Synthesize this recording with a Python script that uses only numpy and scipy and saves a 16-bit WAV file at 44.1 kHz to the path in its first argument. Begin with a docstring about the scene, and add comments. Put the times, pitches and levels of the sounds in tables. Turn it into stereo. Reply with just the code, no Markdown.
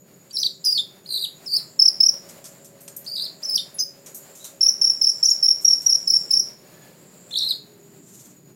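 """Under a sheet roof, in a cage close to a phone, a small bird hops about and sings.
Its syrinx whistles warbled phrases of bending pitch, in turn with runs of sharp four-note chips.
Filtered noise bursts are its feet and wings on the perches; the roof and walls ring briefly.
Behind it, shaped noise makes distant traffic and the thin whine and swelling hiss of insects;
summed harmonics make one passing engine, and soft gliding whistles are far birds."""
import sys
import numpy as np
from scipy import signal
from scipy.fft import rfft, irfft, next_fast_len
from scipy.io import wavfile
from scipy.ndimage import uniform_filter1d, minimum_filter1d, map_coordinates

SR = 44100
rng = np.random.default_rng(int(sys.argv[2]) if len(sys.argv) > 2 else 0)


def transcribe(u):
    """Save the signal u as a 16-bit wav file named by the first command-line argument.

    u: samples, shape (n,) or (channels, n), limited to [-1, 1]; the rate is SR.
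    q: integer samples, one column per channel.
    """
    v = np.clip(np.atleast_2d(u).T, -1, 1)
    q = np.round(v * 32767).astype(np.int16)
    wavfile.write(sys.argv[1], SR, q)


N = 377054
T = np.arange(N) / SR


def undb(db):
    """Logarithmic level: decibels become an amplitude gain."""
    return 10 ** (np.asarray(db) / 20)


def unit(x):
    """Normalisation: scale to an rms of 1."""
    return x / np.sqrt(np.mean(x ** 2))


def curves(rows, t):
    """Linear interpolation: join each column of a table by straight lines in time."""
    s, *columns = np.transpose(rows)
    return [np.interp(t, np.sort(s), column) for column in columns]


def colour(x, points, tilt_db=0):
    """Spectral shaping: filter by (Hz, dB) points, with a tilt per octave above the second point."""
    size = next_fast_len(x.shape[-1])
    octave = np.log2(np.maximum(np.fft.rfftfreq(size, 1 / SR), 1))
    hz, db = np.transpose(points)
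    shape_db = np.interp(octave, np.log2(hz), db)
    tilt = tilt_db * np.maximum(octave - np.log2(hz[1]), 0)
    return irfft(rfft(x, size) * undb(shape_db + tilt), size)[..., :x.shape[-1]]


def walk(rate, size=N):
    """Slow random modulation: a smoothed wander with a spread a little below 1."""
    hold = max(int(SR / rate), 1)
    steps = np.repeat(rng.standard_normal(size // hold + 2), hold)
    return uniform_filter1d(steps, hold)[:size]


def add(track, start, sound):
    """Superposition: mix a sound into a track at a time in seconds."""
    i = max(int(start * SR), 0)
    track[i:i + len(sound)] += sound[:max(N - i, 0)]


def air(points, side_db):
    """Partial coherence: coloured stereo noise with a shared middle and an opposed side part."""
    mid, side = colour(rng.standard_normal((2, N)), points)
    return unit(mid + undb(side_db) * side * np.array([[1], [-1]]))


# Distant traffic. 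Each row: time in seconds, rumble in dB, road noise in dB, both before a trim.
TRAFFIC = [(0.0, -57, -60.5), (2.36, -53.5, -56), (2.64, -53.5, -57), (5.5, -57, -55.5), (6.26, -53, -55.5),
           (8.55, -52.5, -61.5)]
# Spectrum of the traffic rumble. Each row: frequency in Hz, relative density in dB per Hz.
RUMBLE_COLOUR = [(25, -42.5), (70, -27), (100, -10.5), (130, 1), (180, 3.5), (220, -2), (310, -3.5),
                 (400, -2.5), (480, -19), (800, -49)]
# Spectrum of the road noise. Each row: frequency in Hz, relative density in dB per Hz.
ROAD_COLOUR = [(150, -15), (350, -5), (600, 0.5), (800, -5.5), (1200, -8.5), (1700, -9), (2500, -11.5),
               (3500, -16), (4600, -13), (6000, -17), (11000, -13.5), (16000, -14)]


def traffic():
    """Broadband noise: a low rumble and a road hiss, each with an unsteady level."""
    rumble_db, road_db = curves(TRAFFIC, T)
    rumble = air(RUMBLE_COLOUR, side_db=-18.5) * undb(rumble_db + 0.14 + 1.0 * walk(8.3))
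    road = air(ROAD_COLOUR, side_db=-0.5) * undb(road_db + 6.5 + 2.78 * walk(17))
    return rumble + road


# A distant engine. Each row: time in seconds, sixth harmonic in Hz, level of the low hum in dB,
# level of the upper hum in dB, both before the exhaust filter.
ENGINE = [(0, 461.7, -61, -65), (1.4, 470.4, -62, -66), (2.2, 478.5, -68, -55.5), (5.2, 471, -60, -62),
          (6.2, 456.7, -57, -65.5), (7.35, 442, -63.5, -58), (7.8, 410, -57, -79.5),
          (8.55, 355, -72.5, -73)]
# Harmonic numbers that sound: two for the low hum, two for the upper hum.
ENGINE_ORDERS = (5, 6, 7, 8)
# Resonances of its exhaust. Each row: frequency in Hz, gain in dB.
EXHAUST = [(340, -10.5), (405, 3), (470, -8), (555, 1), (630, -3.5)]


def engine():
    """Harmonic series through resonances: four harmonics throb together, coloured by the exhaust."""
    sixth_hz, low_db, upper_db = curves(ENGINE, T)
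    phase = 2 * np.pi * np.cumsum(sixth_hz / 6 * (1 + .01 * walk(30))) / SR
    throb_db = 4 * np.sin(2 * np.pi * np.cumsum(8.4 + .5 * walk(3)) / SR)  # about 8.4 throbs per s
    hum = np.zeros(N)
    for order, db in zip(ENGINE_ORDERS, [low_db, low_db, upper_db, upper_db]):
        hum += undb(db + throb_db + 2 * walk(5.1)) * np.sin(order * phase)
    return colour(hum, EXHAUST)


# Spectrum of the steady insect whine. Each row: frequency in Hz, relative density in dB per Hz.
WHINE_COLOUR = [(6400, -44), (6650, -18), (6780, -8), (6860, 5.5), (6950, -5), (7100, -15.5), (9500, -40.5),
                (11400, -15.5), (12300, -28), (13450, -17), (13750, -4.5), (14100, -23.5), (16000, -29.5)]
# Spectrum of the insect hiss. Each row: frequency in Hz, relative density in dB per Hz.
HISS_COLOUR = [(6000, -33.5), (6700, -22), (7050, -1), (7450, 4.5), (7800, -4), (9000, -22), (10000, -36),
               (16000, -30.5)]
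# Swells of the hiss. Each row: peak time in seconds, peak level in dB.
SWELLS = [(.65, -52.5), (1.7, -50.5), (2.6, -51), (3.58, -51), (4.4, -48), (5.25, -47.5), (6.28, -45),
          (7.33, -48), (8.2, -50)]
SWELL_RISE_S, SWELL_FALL_S = 0.36, 0.15


def insects():
    """Narrow-band noise: a thin steady whine, and a hiss that swells about once a second."""
    whine = air(WHINE_COLOUR, side_db=0.0) * undb(-55 + 2.0 * walk(28) + 2 * walk(5.4))
    swell = np.zeros(N)
    for peak, db in SWELLS:
        width = np.where(T < peak, SWELL_RISE_S, SWELL_FALL_S)
        swell += undb(db) * np.exp(-((T - peak) / width) ** 2)
    hiss = air(HISS_COLOUR, side_db=1) * swell * undb(1.5 * walk(40))
    return whine + hiss


def syrinx(hz, second_db, third_db, jitter):
    """Self-sustained oscillation: a nearly pure trembling whistle with two weak, unsteady overtones."""
    size = len(hz)
    phase = 2 * np.pi * np.cumsum(hz * (1 + jitter * walk(1500, size))) / SR
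    second = undb(second_db + 4 * walk(300, size)) * np.sin(2 * phase)
    third = undb(third_db + 4 * walk(300, size)) * np.sin(3 * phase)
    third = third * (3 * hz < SR / 2)  # silent where it would alias
    return np.sqrt(2) * (np.sin(phase) + second + third)


def sing(t, hz, db, second_db, third_db, jitter):
    """Amplitude gating: a whistle of given pitch and level, switched on and off in under 1 ms."""
    edges = np.clip(np.minimum(t - t[0], t[-1] - t) / 0.00081, 0, 1)
    return edges * undb(db) * syrinx(hz, second_db, third_db, jitter)


def glide(rows, second_db, third_db, jitter):
    """Frequency glide: a plain whistle through (s, Hz, dB) points."""
    t = np.arange(rows[0][0], rows[-1][0], 1 / SR)
    hz, db = curves(rows, t)
    return sing(t, hz, db, second_db, third_db, jitter)


# Air through the open beak. Each row: frequency in Hz, relative density in dB per Hz.
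RASP_COLOUR = [(300, -29.5), (1500, -5), (4000, 0.5), (6000, -4), (8000, 8), (10000, -5), (13000, -16.5),
               (16000, -17.5)]


def rasp(voice, db):
    """Turbulence noise: a ragged hiss that follows the loudness of the voice."""
    loudness = uniform_filter1d(np.abs(voice), size=130)
    hiss = unit(colour(rng.standard_normal(N), RASP_COLOUR))
    return loudness * undb(db + 4.5 * walk(120)) * hiss


BUZZ_EDGE_S, BUZZ_ROUND = 0.0058, 1.33  # fade of a buzz; roundness of its dips (1 pointed, 2 a sine)


def buzzing(t, start, end):
    """Linear gating: 1 inside a buzzing stretch, fading to 0 beyond its edges."""
    return np.clip(np.minimum(t - start, end - t) / BUZZ_EDGE_S + 1, 0, 1)


def buzz(t, start, end, first_rate, last_rate, first_depth, last_depth):
    """Frequency modulation: round arches and sharp dips of pitch, with sliding rate and depth."""
    share = np.clip((t - start) / (end - start), 0, 1)
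    turns = (t - start) * (first_rate + (last_rate - first_rate) * share / 2)
    arches = 2 * np.abs(np.sin(np.pi * turns)) ** BUZZ_ROUND
    depth = first_depth + (last_depth - first_depth) * share
    return buzzing(t, start, end) * depth * (arches - arches.mean())


# Buzzing stretches. Each row: first dip in seconds, last dip in seconds, flutters per second at first,
# flutters per second at last, depth in Hz at first, depth in Hz at last.
BUZZES = [(.357, 0.392, 57, 62, 330, 200), (1.093, 1.23, 61.5, 42.4, 350, 350),
          (1.485, 1.561, 42, 68, 260, 250), (3.11, 3.148, 65, 40, 110, 140),
          (3.168, 3.226, 63.5, 63.2, 617, 300), (7.342, 7.446, 51, 71, 463, 325)]
# Quick flicks of the voice. Each row: time in seconds, leap up or down in Hz before smoothing.
FLICKS = [(.373, -650), (.418, -650), (0.438, -1000), (0.783, -550), (.798, -260), (1.179, -450),
          (1.565, 445.5), (3.078, 297), (3.158, 441), (3.241, 598), (3.502, -350), (3.551, -350),
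          (3.558, 830), (3.582, -650), (7.387, 1309), (7.477, -350), (7.489, 714)]
FLICK_S = 0.0039
SURGE_DB, SURGE_HZ_PER_S = 6.5, 280000  # the voice is stronger while its pitch falls this fast


def phrase(rows, overtone_db):
    """Coupled pitch and level: a melody buzzes and flicks, and its falling strokes are the strongest."""
    t = np.arange(rows[0][0], rows[-1][0], 1 / SR)
    hz, db = curves(rows, t)
    flutter = sum(buzz(t, *row) for row in BUZZES)
    flicks = sum(leap * np.exp(-((t - s) / FLICK_S) ** 2) for s, leap in FLICKS)
    wander = 45 * walk(160, len(t))
    hz = uniform_filter1d(hz + flutter + flicks + wander, size=60)
    slope = np.gradient(hz) * SR  # Hz per s
    db = db - SURGE_DB * np.tanh(slope / SURGE_HZ_PER_S)
    return sing(t, hz, db, second_db=overtone_db + 5, third_db=overtone_db + 3.5, jitter=0.0019)


# Warbled phrases, one melody each. Each row of a melody: time in seconds, pitch in Hz, level in dB
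# before the surge and a trim.
WARBLES = [
    [(.309, 4600, -39), (.318, 4810, -41), (.323, 6400, -56), (.333, 5600, -25), (.357, 5430, -17.5),
     (.373, 4950, -24.5), (.391, 5235, -13), (.402, 6110, -17.5), (.411, 5750, -24), (.428, 4870, -26),
     (.433, 4250, -20), (.439, 4210, -35.5), (.446, 4660, -19), (.461, 4540, -23), (.467, 3890, -17.5),
     (.477, 3340, -42)],
    [(.642, 5090, -20.5), (.668, 4970, -11.5), (.692, 4840, -16), (.707, 4880, -17), (.72, 5390, -20),
     (.729, 4780, -12.5), (.743, 5160, -29), (.752, 4540, -26), (.773, 4450, -23), (.781, 3890, -24),
     (.79, 3693, -19.5), (.805, 3680, -20.5), (.812, 3500, -30)],
    [(1.06, 4100, -31.5), (1.076, 5110, -36), (1.095, 4420, -29.5), (1.11, 4410, -21.5), (1.16, 4266, -19),
     (1.183, 4190, -24.5), (1.195, 4540, -25), (1.22, 4370, -22), (1.248, 3725, -21), (1.253, 3144, -36),
     (1.26, 2650, -46.5)],
    [(1.459, 5920, -46), (1.465, 5260, -35), (1.477, 5080, -30.5), (1.486, 4460, -32.5),
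     (1.513, 4760, -30.5), (1.538, 4564, -18), (1.556, 4790, -19.5), (1.566, 4850, -16.5),
     (1.575, 4470, -24.5), (1.588, 4010, -25)],
    [(3.064, 4280, -23), (3.078, 4820, -29.5), (3.088, 4500, -24.5), (3.124, 4743, -26),
     (3.16, 4600, -23.5), (3.19, 4200, -23.5), (3.207, 4190, -22.5), (3.226, 4620, -19.5),
     (3.243, 4550, -26.5), (3.254, 4230, -22.5), (3.272, 3400, -44)],
    [(3.423, 4290, -42), (3.435, 5230, -22), (3.445, 6240, -33), (3.459, 5080, -24), (3.476, 5480, -34),
     (3.497, 5200, -19.5), (3.527, 5210, -25), (3.557, 5000, -14), (3.575, 4280, -23.5), (3.583, 3636, -30),
     (3.595, 3710, -22), (3.606, 3520, -31)],
    [(3.785, 5100, -30), (3.806, 4976, -16.5), (3.84, 5170, -24.5)],
    [(7.31, 3490, -38), (7.32, 3560, -39), (7.33, 4330, -27.5), (7.343, 3760, -30.5), (7.358, 3880, -23),
     (7.372, 4240, -15.5), (7.39, 4150, -23.5), (7.43, 4016, -20), (7.465, 4156, -22), (7.504, 4396, -16),
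     (7.511, 3990, -15.5), (7.528, 3510, -35.5)],
]
# Base strength of the overtones, one per phrase, in dB before an offset for each overtone.
OVERTONES = [-25.5, -26.5, -21.5, -22, -27, -24, -24.5, -26.5]
PUFF_S = 0.0086


def warbles():
    """Tone plus turbulence: each twittered phrase opens with a puff of air and carries a rasp."""
    voice, puffs = np.zeros(N), np.zeros(N)
    for rows, overtone_db in zip(WARBLES, OVERTONES):
        start = rows[0][0]
        add(voice, start, phrase(rows, overtone_db))
        puffs += np.exp(-np.minimum(((T - start) / PUFF_S) ** 2, 30))
    return (voice + rasp(voice, db=-34.5) + rasp(puffs, db=-48.5)) * undb(1.3)


# Short flights between perches. Each row: start in seconds, end in seconds, level in dB before a trim.
FLIGHTS = [(1.452, 1.624, -62), (8.016, 8.347, -41.5)]
# Colour of rubbing feathers and claws. Each row: frequency in Hz, gain in dB before any tilt.
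SCUFF_COLOUR = [(300, -13), (1400, 4), (2800, -10), (4500, -6.5), (7500, -0.5), (10000, -11.5),
                (13000, -11), (16000, -37)]


def wings():
    """Amplitude modulation: feathers swish once a wingbeat while the bird crosses the cage."""
    reach = np.zeros(N)
    for start, end, db in FLIGHTS:
        reach += undb(db) * np.sin(np.pi * np.clip((T - start) / (end - start), 0, 1))
    beat = np.sin(2 * np.pi * np.cumsum(17 + 2 * walk(33)) / SR)  # about 17 wingbeats per s
    swish = undb(4 * beat + 2.5 * walk(300))
    feathers = unit(colour(rng.standard_normal(N), SCUFF_COLOUR, tilt_db=7.5))
    return reach * swish * undb(-6.5) * feathers


# Feet and wings on the perches. Each row: start in seconds, level in dB before the envelope,
# decay time in seconds (at least 0.002 is used), brightness in dB per octave.
SCUFFS = [(1.59, -39.5, 0.016, -4.5), (2.288, -31.5, 0.015, 5.5), (2.441, -30.5, 0.026, 5.5),
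          (2.644, -36, 0.018, 9), (2.804, -35.5, 0.023, 19), (2.878, -21, 0.0049, 5),
          (2.963, -20, 0.0079, 23), (3.043, -35.5, 0.011, 4), (4.06, -29.5, 0.015, 5),
          (4.145, -26, 0.022, 17), (4.35, -40.5, 0.096, 7.5), (4.442, -25.5, 0.017, 6.5),
          (5.608, -37.5, 0.13, 14), (5.814, -37.5, 0.073, 10)]


def scuffs():
    """Friction noise: claws and feathers rub the perch in quick, grainy bursts that die away."""
    out, t = np.zeros(N), np.arange(SR // 4) / SR
    for s, db, length, tilt_db in SCUFFS:
        grains = rng.standard_normal(len(t)) * undb(3 * walk(700, len(t)))
        shape = (1 - np.exp(-t / .002)) * np.exp(-t / max(length, .002))
        add(out, s, undb(db) * shape * unit(colour(grains, SCUFF_COLOUR, tilt_db)))
    return out


CHIP_S = .0155
DIVE_HZ, DIVE_S = 1800, 0.00078  # greatest height and decay time of the dive that opens a chip note
ARCH_HZ = 165  # average sag of pitch at both ends of a note


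def chip(hz, fall):
    """Frequency sweep: a note dives onto its pitch, swells, arches and droops; no two bend alike."""
    t = np.arange(0, CHIP_S, 1 / SR)
    u = t / CHIP_S
    dive, arch = rng.random(2)
    sag = 2 * arch * ARCH_HZ * (2 * u - 1) ** 2
    plunge = dive ** 2 * DIVE_HZ * np.exp(-t / DIVE_S)
    pitch = hz - fall * (u - .5) - sag + plunge + 45 * walk(250, len(t))
    swell = np.sin(np.pi * u) ** 1.15
    return swell * syrinx(pitch, second_db=-24.5, third_db=-27.5, jitter=.0035)


# Chip notes, four to a call. Each row: middle in seconds, pitch in Hz, fall over the note in Hz
# (negative rises), level in dB before a trim.
CHIPS = [(1.799, 5230, 450.5, -8.5), (1.8235, 5410, 549.5, -6), (1.8612, 5404, 847, -7.5),
         (1.885, 5340, 1048, -7.5), (2.0097, 5274, -3.5, -6.5), (2.038, 5360, 646.5, -8),
         (2.067, 5520, 603, -9), (2.0929, 5520, 1047.5, -8.5), (4.615, 5394, 1, -6.5),
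         (4.637, 5470, 595, -2.5), (4.668, 5460, 297, -5.5), (4.6925, 5620, 1043, -5),
         (4.8209, 5420, 300, -5), (4.8497, 5490, 390, -4.5), (4.8771, 5510, 342, -9),
         (4.9032, 5445, 501, -4.5), (5.0201, 5320, 547, -5), (5.047, 5460, 1047, -8),
         (5.074, 5450, 142, -2.5), (5.1, 5465, 987, -8.1), (5.235, 5430, 400, -2),
         (5.2618, 5560, 1197, -7.3), (5.2911, 5520, 446, -7.5), (5.318, 5450, 646, -3.5),
         (5.4334, 5383, 298, 0.5), (5.463, 5502, 152, -7), (5.489, 5540, 449, -6.0), (5.513, 5500, 449, -6),
         (5.6534, 5634, -200, -2), (5.684, 5610, 297, -5), (5.7112, 5480, 399, -6.5),
         (5.735, 5460, 300, -3.5), (5.8688, 5670, -200, -5), (5.9001, 5390, 547, -3.5),
         (5.93, 5590, 398, -8), (5.9551, 5605, 647, -7), (6.08, 5260, 645, -7.4), (6.1069, 5459, 848, -6),
         (6.1415, 5445, 245, -3.5), (6.1679, 5450, 496, -4), (6.3132, 5290, 405, -4),
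         (6.341, 5480, 700, -2.5), (6.374, 5450, 396, -8), (6.402, 5490, 950, -8.5)]
UPSTROKE_DB, FOOT_HZ = -16, 280  # climb relative to its notes; how far below a note's end it starts


def upstrokes():
    """Continuous phonation: in a call the voice climbs softly from one note's foot to the next's head."""
    out = np.zeros(N)
    for i, (note, following) in enumerate(zip(CHIPS, CHIPS[1:])):
        if (i + 1) % 4 == 0:  # the last note of a call
            continue
        s, hz, fall, db = note
        s2, hz2, fall2, db2 = following
        foot = (s + CHIP_S / 3, hz - fall / 2 - FOOT_HZ, db + UPSTROKE_DB)
        head = (s2 - CHIP_S / 3, hz2 + fall2 / 2, db2 + UPSTROKE_DB)
        add(out, foot[0], glide([foot, head], second_db=-19, third_db=-24, jitter=.015))
    return out


# Squeaks from the second side of the syrinx. Each row: start in seconds, starting pitch in Hz,
# level in dB before a trim, length in seconds.
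SQUEAKS = [(0.648, 5740, -14.5, 0.018), (3.743, 10940, -35.5, 0.029), (3.789, 6470, -24.5, 0.027),
           (5.244, 7150, -37, 0.013), (5.299, 7010, -24, 0.017)]
SQUEAK_FALL = 0.068  # share of its pitch that a squeak loses


def chips():
    """Two sound sources: calls of four quick, mostly falling notes, and now and then a higher squeak."""
    out = upstrokes()
    for s, hz, fall, db in CHIPS:
        add(out, s - CHIP_S / 2, undb(db) * chip(hz, fall))
    for s, hz, db, length in SQUEAKS:
        rows = [(s, hz, db), (s + length, hz * (1 - SQUEAK_FALL), db)]
        add(out, s, glide(rows, second_db=-15.5, third_db=-38.5, jitter=.04))
    return (out + rasp(out, db=-43)) * undb(1.77)


# Far birds, one list a call. Each row of a call: time in seconds, pitch in Hz, level in dB
# before the reverberation is added.
FAR_CALLS = [
    [(6.71, 1700, -60), (6.79, 1736, -63.5), (6.82, 1716, -51.5), (6.85, 1720, -77.5)],
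    [(4.395, 3770, -57.5), (4.43, 4004, -55), (4.47, 3540, -58)],
]


def far_birds():
    """Gliding tones: soft whistles from other cages."""
    out = np.zeros(N)
    for rows in FAR_CALLS:
        add(out, rows[0][0], glide(rows, second_db=-20, third_db=-26, jitter=.03))
    return out


# First echoes from the cage floor, wall and roof. Each row: delay on the left in seconds,
# delay on the right in seconds, level in dB before an offset for each kind of sound.
ECHOES = [(.0031, .0034, -15), (.0052, .0062, -17), (.0099, .0114, -18)]
# As the bird changes perch, direct sound reaches the left microphone later. Each row: time in seconds,
# lag in samples. The far birds share this lag.
LEFT_LAG = [(.8, 11.8), (1.15, 14.7), (1.55, 17.1), (1.85, 15.9), (2.05, 15.3), (3.8, 15), (4.6, 13.8),
            (6.4, 13.7), (7.4, 14.3)]


def porch(x, echo_db, wet_db, t60, late_db, late_t60):
    """Reverberation: direct sound, three echoes, a bright early tail off the metal roof and a dull late one."""
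    t = np.arange(SR) / SR
    early, late = rng.standard_normal((2, 2, SR))
    early = colour(early, [(6500, 2.5), (10000, 6)])
    late = colour(late, [(3500, 2.0), (5500, -6.0), (12000, -22.0)])
    tail = early * undb(-60 * t / t60) + late * undb(late_db - 60 * t / late_t60)
    onset = np.clip((t - .004) / 0.0029, 0, 1)
    response = undb(wet_db) * unit(tail * onset) / np.sqrt(SR)
    for left, right, db in ECHOES:
        response[[0, 1], [int(left * SR), int(right * SR)]] += undb(db + echo_db)
    lag, = curves(LEFT_LAG, T)
    delayed = map_coordinates(x, [np.arange(N) - lag], order=5)
    direct = np.array([delayed, x])
    return direct + signal.fftconvolve(x[None], response, axes=1)[:, :N]


def scene():
    """Superposition: the bird in its cage, its far neighbours, the street and the insects."""
    street = traffic() + engine()
    chorus = insects()
    song = porch(warbles(), echo_db=0, wet_db=-6, t60=0.26, late_db=-19, late_t60=0.6)
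    hops = porch(scuffs() + wings(), echo_db=2, wet_db=-4, t60=.24, late_db=-19, late_t60=.6)
    calls = porch(chips(), echo_db=-4, wet_db=-8, t60=.33, late_db=-19, late_t60=.6)
    far = porch(far_birds(), echo_db=-21, wet_db=11.5, t60=0.21, late_db=-29.0, late_t60=0.6)
    return song + calls + hops + far + street + chorus


# The right microphone faces away. Each row: frequency in Hz, gain in dB.
RIGHT_MIC = [(100, 1), (700, -1), (1500, -2.5), (3500, -0.5), (4500, 3), (5500, -3), (7000, -2),
             (8700, -15), (10500, -12.5), (13000, -19), (16000, -19.5)]
CEILING, TOP_HZ = .87, 15850  # limiter threshold as a share of full scale; upper band edge


def record(dry):
    """Limiting and band limitation: a duller right side, the loudest notes held down, the top cut."""
    both = np.array([dry[0], colour(dry[1], RIGHT_MIC)])
    headroom = CEILING / np.maximum(np.abs(both).max(axis=0), CEILING)
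    gain = uniform_filter1d(minimum_filter1d(headroom, size=261), size=261)
    low_pass = signal.ellip(10, .2, 70, TOP_HZ, fs=SR, output="sos")
    return signal.sosfilt(low_pass, both * gain)


dry = scene()
out = record(dry)
transcribe(out)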